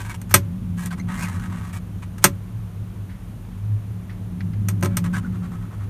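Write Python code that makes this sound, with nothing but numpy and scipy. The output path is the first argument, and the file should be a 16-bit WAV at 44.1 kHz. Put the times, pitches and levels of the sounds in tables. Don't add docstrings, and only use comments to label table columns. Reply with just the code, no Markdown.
import sys
import numpy as np
from scipy import signal
from scipy.fft import rfft, irfft, next_fast_len
from scipy.io import wavfile
from scipy.ndimage import uniform_filter1d

SR = 44100
rng = np.random.default_rng(int(sys.argv[2]) if len(sys.argv) > 2 else 0)


def materialize(psi):
    bounded = np.clip(np.atleast_2d(psi).T, -1, 1)
    quanta = np.round(bounded * 32767).astype(np.int16)
    wavfile.write(sys.argv[1], SR, quanta)


N = 259749
TIME = np.arange(N) / SR

# pitch_hz, level_db (relative), t60_s
CASE_MODES = [(564, -11.5, 0.76), (618, -8, 0.1), (876, -5.5, 0.12), (1030, -3.5, 0.15), (1256, -1, 0.1),
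              (1276, 3, 0.07), (1427, 0, 0.019), (1663, -4.5, 0.035), (1594, 2, 0.05), (1950, -7, 0.055),
              (1943, -4, 0.11), (2150, -11, 0.071), (2250, -4, 0.078), (2386, -10, 0.1), (2500, -16, 0.038),
              (2970, -22, .08), (3460, -9, 0.12), (4140, -21.5, 0.079), (4290, -7.5, 0.11),
              (5820, -3.5, 0.059), (6000, -1.5, 0.065), (6480, -2.5, 0.09), (7108, 2, 0.028),
              (7260, -0.5, .05), (8250, 3, 0.095), (8940, 6.5, 0.064), (9564, 8.5, 0.045), (13200, 0, .05),
              (13170, -3, 0.036)]
# (relative, per Hz)
RASP_SPECTRUM = [(250, -19.5), (550, -3.5), (950, 5.5), (1400, 6), (2400, -1), (3000, -5), (4000, -8.5),
                 (5200, -12.5), (6500, -8), (7400, -9), (8500, -7.5), (11000, -13.5), (15000, -19.5)]


def undb(db):
    return 10 ** (np.asarray(db) / 20)


def unit(x):
    return x / np.sqrt(np.mean(x ** 2))


def add(out, start_s, x):
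    i = max(int(start_s * SR), 0)
    out[i:i + len(x)] += x[:len(out) - i]


def shape(x, gain):
    size = next_fast_len(len(x))
    hz = np.maximum(np.arange(size // 2 + 1) * SR / size, 1)
    return irfft(rfft(x, size) * gain(hz), size)[:len(x)]


def colour(x, points, tilt=0):
    hz, db = np.transpose(points)

    def gain(f):
        level_db = np.interp(np.log(f), np.log(hz), db) + tilt * np.log2(f)
        return undb(level_db) * np.minimum(f / hz[0], 1) ** 2

    return unit(shape(x, gain))


def fade(t, t60):
    return np.exp(-np.log(1000) * t / t60)


def ring(modes, t, tilt=0):
    hz, db, t60 = np.transpose(modes)[:, :, None]
    gain = undb(db + tilt * np.log2(hz))
    waves = np.sin(2 * np.pi * (hz * t + rng.random(hz.shape)))
    return np.sum(gain * waves * fade(t, t60), axis=0) / np.sqrt(np.sum(gain ** 2) / 2)


def walk(rate):
    knots = rng.standard_normal(int(N / SR * rate) + 2)
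    return np.interp(TIME * rate, np.arange(len(knots)), knots)


def hiss(level_db=-53.08):
    # (relative, per Hz)
    air_spectrum = [(350, -13.5), (700, -11), (1100, -11), (1900, -17.5), (3200, -21), (5000, -29),
                    (6500, -26), (8000, -30), (9600, -23.5), (10800, -29), (13000, -25), (15000, -34)]
    return undb(level_db) * colour(rng.standard_normal(N), air_spectrum)


def boom(hz, waver, waver_rate, partner_db=-5, throb_db=2.0, throb_rate=11):
    def tone():
        return np.sin(2 * np.pi * np.cumsum(hz * (1 + waver * walk(waver_rate))) / SR)

    pair = tone() + undb(partner_db) * tone()
    return unit(pair * undb(throb_db * walk(throb_rate)))


def resonate(modes, even_s=0.33):
    def gain(f):
        return sum(undb(db) / (1 + ((f / hz - hz / f) * hz / width) ** 2) for hz, width, db in modes)

    x = shape(rng.standard_normal(N), gain)
    window = signal.windows.hann(int(even_s * SR))
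    power = signal.fftconvolve(x ** 2, window, "same") * 2 / (even_s * SR)
    return x / np.sqrt(power)


def cab_hum(deep_db=-37.5, rumble_db=-2.0, settle_s=0.6, follow=1.1, rest_db=-35):
    # time_s, lower_db, upper_db
    swells = [(0.0, -36.5, -41), (0.22, -36.5, -40), (0.38, -18, -29.5), (0.55, -39.5, -33),
              (0.7, -29, -31.5), (1.35, -28.5, -28.5), (1.551, -35.5, -33), (1.851, -26.5, -40.5),
              (2.1, -34.5, -36), (2.498, -25.5, -42), (3.5, -38, -39), (3.78, -20.5, -44),
              (4.05, -35.5, -38.5), (4.45, -26.5, -32), (5.0, -20.5, -26), (5.55, -33.5, -32),
              (5.89, -27, -47)]
    # pitch_hz, width_hz, level_db (relative)
    rumble_modes = [(85, 24, 3), (104.26, 26, 9), (145.9, 37, -1.5), (197.6, 31, 2.5), (234, 20, -0.5),
                    (262.3, 19, -13), (299, 21, -11.5), (354.8, 18, -11), (450, 260, -34)]
    # pitch_hz, width_hz, level_db (relative)
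    deep_modes = [(43, 5, -7.5), (62, 120, -10)]
    s, lower_db, upper_db = np.transpose(swells)
    lower_db, upper_db = np.interp(TIME, s, lower_db), np.interp(TIME, s, upper_db)
    slow_db = rest_db + follow * uniform_filter1d(upper_db - rest_db, int(settle_s * SR))
    lower = undb(lower_db - 1) * boom(hz=102.85, waver=.05, waver_rate=12)
    upper = undb(upper_db + 0.2) * boom(hz=178.4, waver=.05, waver_rate=14)
    rumble = undb(rumble_db + slow_db) * resonate(rumble_modes)
    return lower + upper + rumble + undb(deep_db) * resonate(deep_modes)


def echoes(x, trim_db=-1):
    # delay_s, level_db (relative to the direct sound)
    reflections = [(.0029, -17), (.0053, -10), (.0096, -13), (0.0132, -9)]
    out = x.copy()
    for delay, db in reflections:
        add(out, delay, undb(db) * x)
    return undb(trim_db) * out


def touches(rise_s=0.0024):
    # start_s, level_db (before the decay), t60_s
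    taps = [(3.093, -48, 0.32), (4.094, -42.5, .17), (4.405, -30, 0.045), (4.533, -39, 0.044)]
    # (relative, per Hz)
    tap_spectrum = [(900, -10), (1400, -3), (1950, 4.5), (2600, -7), (4300, -14), (5600, -18), (7200, -35),
                    (15000, -36)]
    out, t = np.zeros(N), TIME[:SR // 4]
    for s, db, t60 in taps:
        tap = colour(rng.standard_normal(len(t)), tap_spectrum)
        add(out, s, undb(db) * tap * fade(t, t60) * (1 - np.exp(-t / rise_s)))
    return out


def rasp(size, tilt, slips_per_s=1900, spread_db=3, ring_db=-3):
    strength = undb(spread_db * np.minimum(rng.exponential(size=size), 4))
    slips = (rng.random(size) < slips_per_s / SR) * rng.choice([-1, 1], size) * strength
    middle = [mode for mode in CASE_MODES if 800 < mode[0] < 3000]
    case = signal.fftconvolve(slips, ring(middle, TIME[:SR // 10], tilt + 2))[:size]
    return unit(colour(slips, RASP_SPECTRUM, tilt) + undb(ring_db) * unit(case))


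def squeaks(jitter=0.033, jitter_rate=600):
    # start_s, length_s, pitch_hz, level_db, overtones_db (relative)
    sticking = [(0.905, 0.018, 1526, -35, -15), (0.996, 0.0086, 2090, -35.5, -7),
                (5.135, 0.022, 1575, -27.5, -23), (5.244, 0.013, 1430, -36.5, -30)]
    out = np.zeros(N)
    for s, length, hz, db, overtones_db in sticking:
        size = int(length * SR)
        phase = 2 * np.pi * np.cumsum(hz * (1 + jitter * walk(jitter_rate)[:size])) / SR
        overtones = np.sin(2 * phase) / 2 + np.sin(3 * phase)
        tone = unit(np.sin(phase) + undb(overtones_db) * overtones)
        add(out, s, undb(db) * tone * signal.windows.tukey(size, .7))
    return out


def winding(edge=0.29, scatter_db=3.5, slide_db=-8, catch_share=0.6, ease_db=-7, ease_s=0.23):
    # start_s, end_s, step_s, level_db (before the easing), tilt_db_per_octave
    spells = [(0.0, 0.151, 0.0469, -33.5, 0.6), (5.035, 5.863, .095, -41.5, -2.1)]
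    out = np.zeros(N)
    for start, end, step_s, db, tilt in spells:
        t = TIME[:int((end - start) * SR)]
        grip = np.full(len(t), undb(slide_db))
        catch = signal.windows.tukey(int(catch_share * step_s * SR), edge)
        for s in np.arange(0, t[-1], step_s):
            add(grip, s, catch * undb(scatter_db * rng.standard_normal()))
        eased_db = db + ease_db * (0.5 + 1 - np.exp(-t / ease_s))
        add(out, start, undb(eased_db) * grip * rasp(len(t), tilt))
    return out


def twists(edge=0.35):
    # start_s, length_s, level_db, tilt_db_per_octave
    bursts = [(0.292, 0.025, -43.5, 5), (0.765, .125, -39.5, 2), (0.902, 0.039, -36.5, -1),
              (0.974, .03, -43.5, .5), (1.723, 0.06, -39.5, 1.5), (2.02, 0.023, -42.5, -1),
              (2.218, .06, -40, 2), (4.889, 0.073, -48, -4.5), (5.038, 0.036, -39, 0),
              (5.124, .072, -35, 0), (5.426, .047, -46.5, -2.5)]
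    out = np.zeros(N)
    for s, length, db, tilt in bursts:
        size = int(length * SR)
        add(out, s, undb(db) * rasp(size, tilt) * signal.windows.tukey(size, edge))
    return out


def long_turn(grip_db=3.5, grip_rate=150, body_db=-0.76, sing_db=-2.5, sing_width_hz=550):
    # time_s, level_db (of the rasp, before body_db and sing_db), treble_db
    turn = [(1.07, -52.5, -67), (1.102, -36, -51), (1.136, -39, -50.5), (1.244, -32, -35.5),
            (1.256, -36, -44.5), (1.502, -46, -59.5), (1.514, -41, -55), (1.704, -47, -55.5),
            (1.715, -50, -69)]
    sing_hz, sing_rise_hz = 1140, 1440
    s, db, treble_db = np.transpose(turn)
    level_db = np.interp(TIME, s, db)
    sound = rasp(N, 0, slips_per_s=990, spread_db=0.0)
    body = unit(shape(sound, lambda f: f < 4000))
    treble = unit(shape(sound, lambda f: f >= 4000))
    effort = undb(level_db - db.max())
    phase = 2 * np.pi * np.cumsum(sing_hz + sing_rise_hz * effort) / SR
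    band = walk(sing_width_hz) * np.cos(phase) + walk(sing_width_hz) * np.sin(phase)
    sing = effort * unit(band)
    grip = undb(grip_db * walk(grip_rate)) * (TIME > s[0]) * (TIME < s[-1])
    low = undb(level_db) * (undb(body_db) * body + undb(sing_db) * sing)
    return grip * (low + undb(np.interp(TIME, s, treble_db)) * treble)


def clicks(clatter_db=-8, crack_db=4.5, crack_t60=0.031, cab_db=-38, cab_t60=0.27, free_t60=0.13):
    # start_s, level_db, tilt_db_per_octave, t60_s
    blows = [(0.215, -34, -1, 0.047), (0.309, -35.5, -3, 0.39), (0.3408, 0, -.5, 0.085),
             (0.859, -19.5, 2, .015), (2.181, -40.5, -3, 0.14), (2.241, 0, -0.8, 0.082),
             (4.685, -24.5, -.3, .1), (4.81, -36.5, 0, 0.019), (4.826, -23, -5, 0.11),
             (4.833, -18.5, -4.5, 0.045), (4.846, -27, -3, 0.11), (4.857, -25, -5, 0.084),
             (4.9686, -18, -0.3, 0.084), (5.041, -37, -5, .13)]
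    # (relative, per Hz)
    snap_spectrum = [(200, -8.5), (700, -8), (1300, 1.5), (2400, 0), (3300, -7), (5000, -7.5), (6300, -2),
                     (9300, -10.5), (10300, -9), (12000, 0.5), (15000, -13)]
    # pitch_hz, level_db (relative), t60_s
    dash_modes = [(102.6, -5, 0.17), (137.5, 1, 0.21), (194.4, 1.5, 0.17), (289.4, -8, 0.21),
                  (364.5, 1.5, 0.13), (396, -6, 0.15)]
    hard_contact_s, soft_contact_s = 0.0006, .0012
    thump_db, thump_db_per_tilt, thump_rise_s = -13.5, -3, 0.0049
    out, t = np.zeros(N), TIME[:SR // 2]

    def burst(spectrum, tilt):
        return colour(rng.standard_normal(len(t)), spectrum, tilt)

    for s, db, tilt, t60 in blows:
        damping = max(1 - t60 / free_t60, 0)
        case = ring(CASE_MODES, t, tilt) * fade(t * damping, t60)
        crack = undb(crack_db) * burst(snap_spectrum, tilt + 1.7) * fade(t, crack_t60 * t60 / free_t60)
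        works = echoes(undb(clatter_db) * burst(snap_spectrum, tilt - .6) * fade(t, t60))
        cab = undb(cab_db) * burst(RASP_SPECTRUM, tilt) * fade(t, cab_t60)
        thump = undb(thump_db + thump_db_per_tilt * tilt) * ring(dash_modes, t)
        thump = thump * (1 - np.exp(-t / thump_rise_s))
        contact_s = np.interp(undb(db), [0, 1], [soft_contact_s, hard_contact_s])
        rise = 1 - np.exp(-t / contact_s)
        add(out, s, undb(db) * ((case + crack + works + cab) * rise + thump))
    return out


def scene():
    rubbing = twists() + winding() + long_turn() + squeaks()
    return (cab_hum() + hiss() + touches() + echoes(rubbing) + clicks())[None]


def record(dry, low_cut_hz=30, top_hz=15150):
    low_cut = signal.butter(4, low_cut_hz, "highpass", fs=SR, output="sos")
    clipped = np.clip(signal.sosfilt(low_cut, dry), -1, 1)
    top_cut = signal.ellip(10, .1, 90, top_hz, fs=SR, output="sos")
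    return signal.sosfilt(top_cut, clipped)


dry = scene()
out = record(dry)
materialize(out)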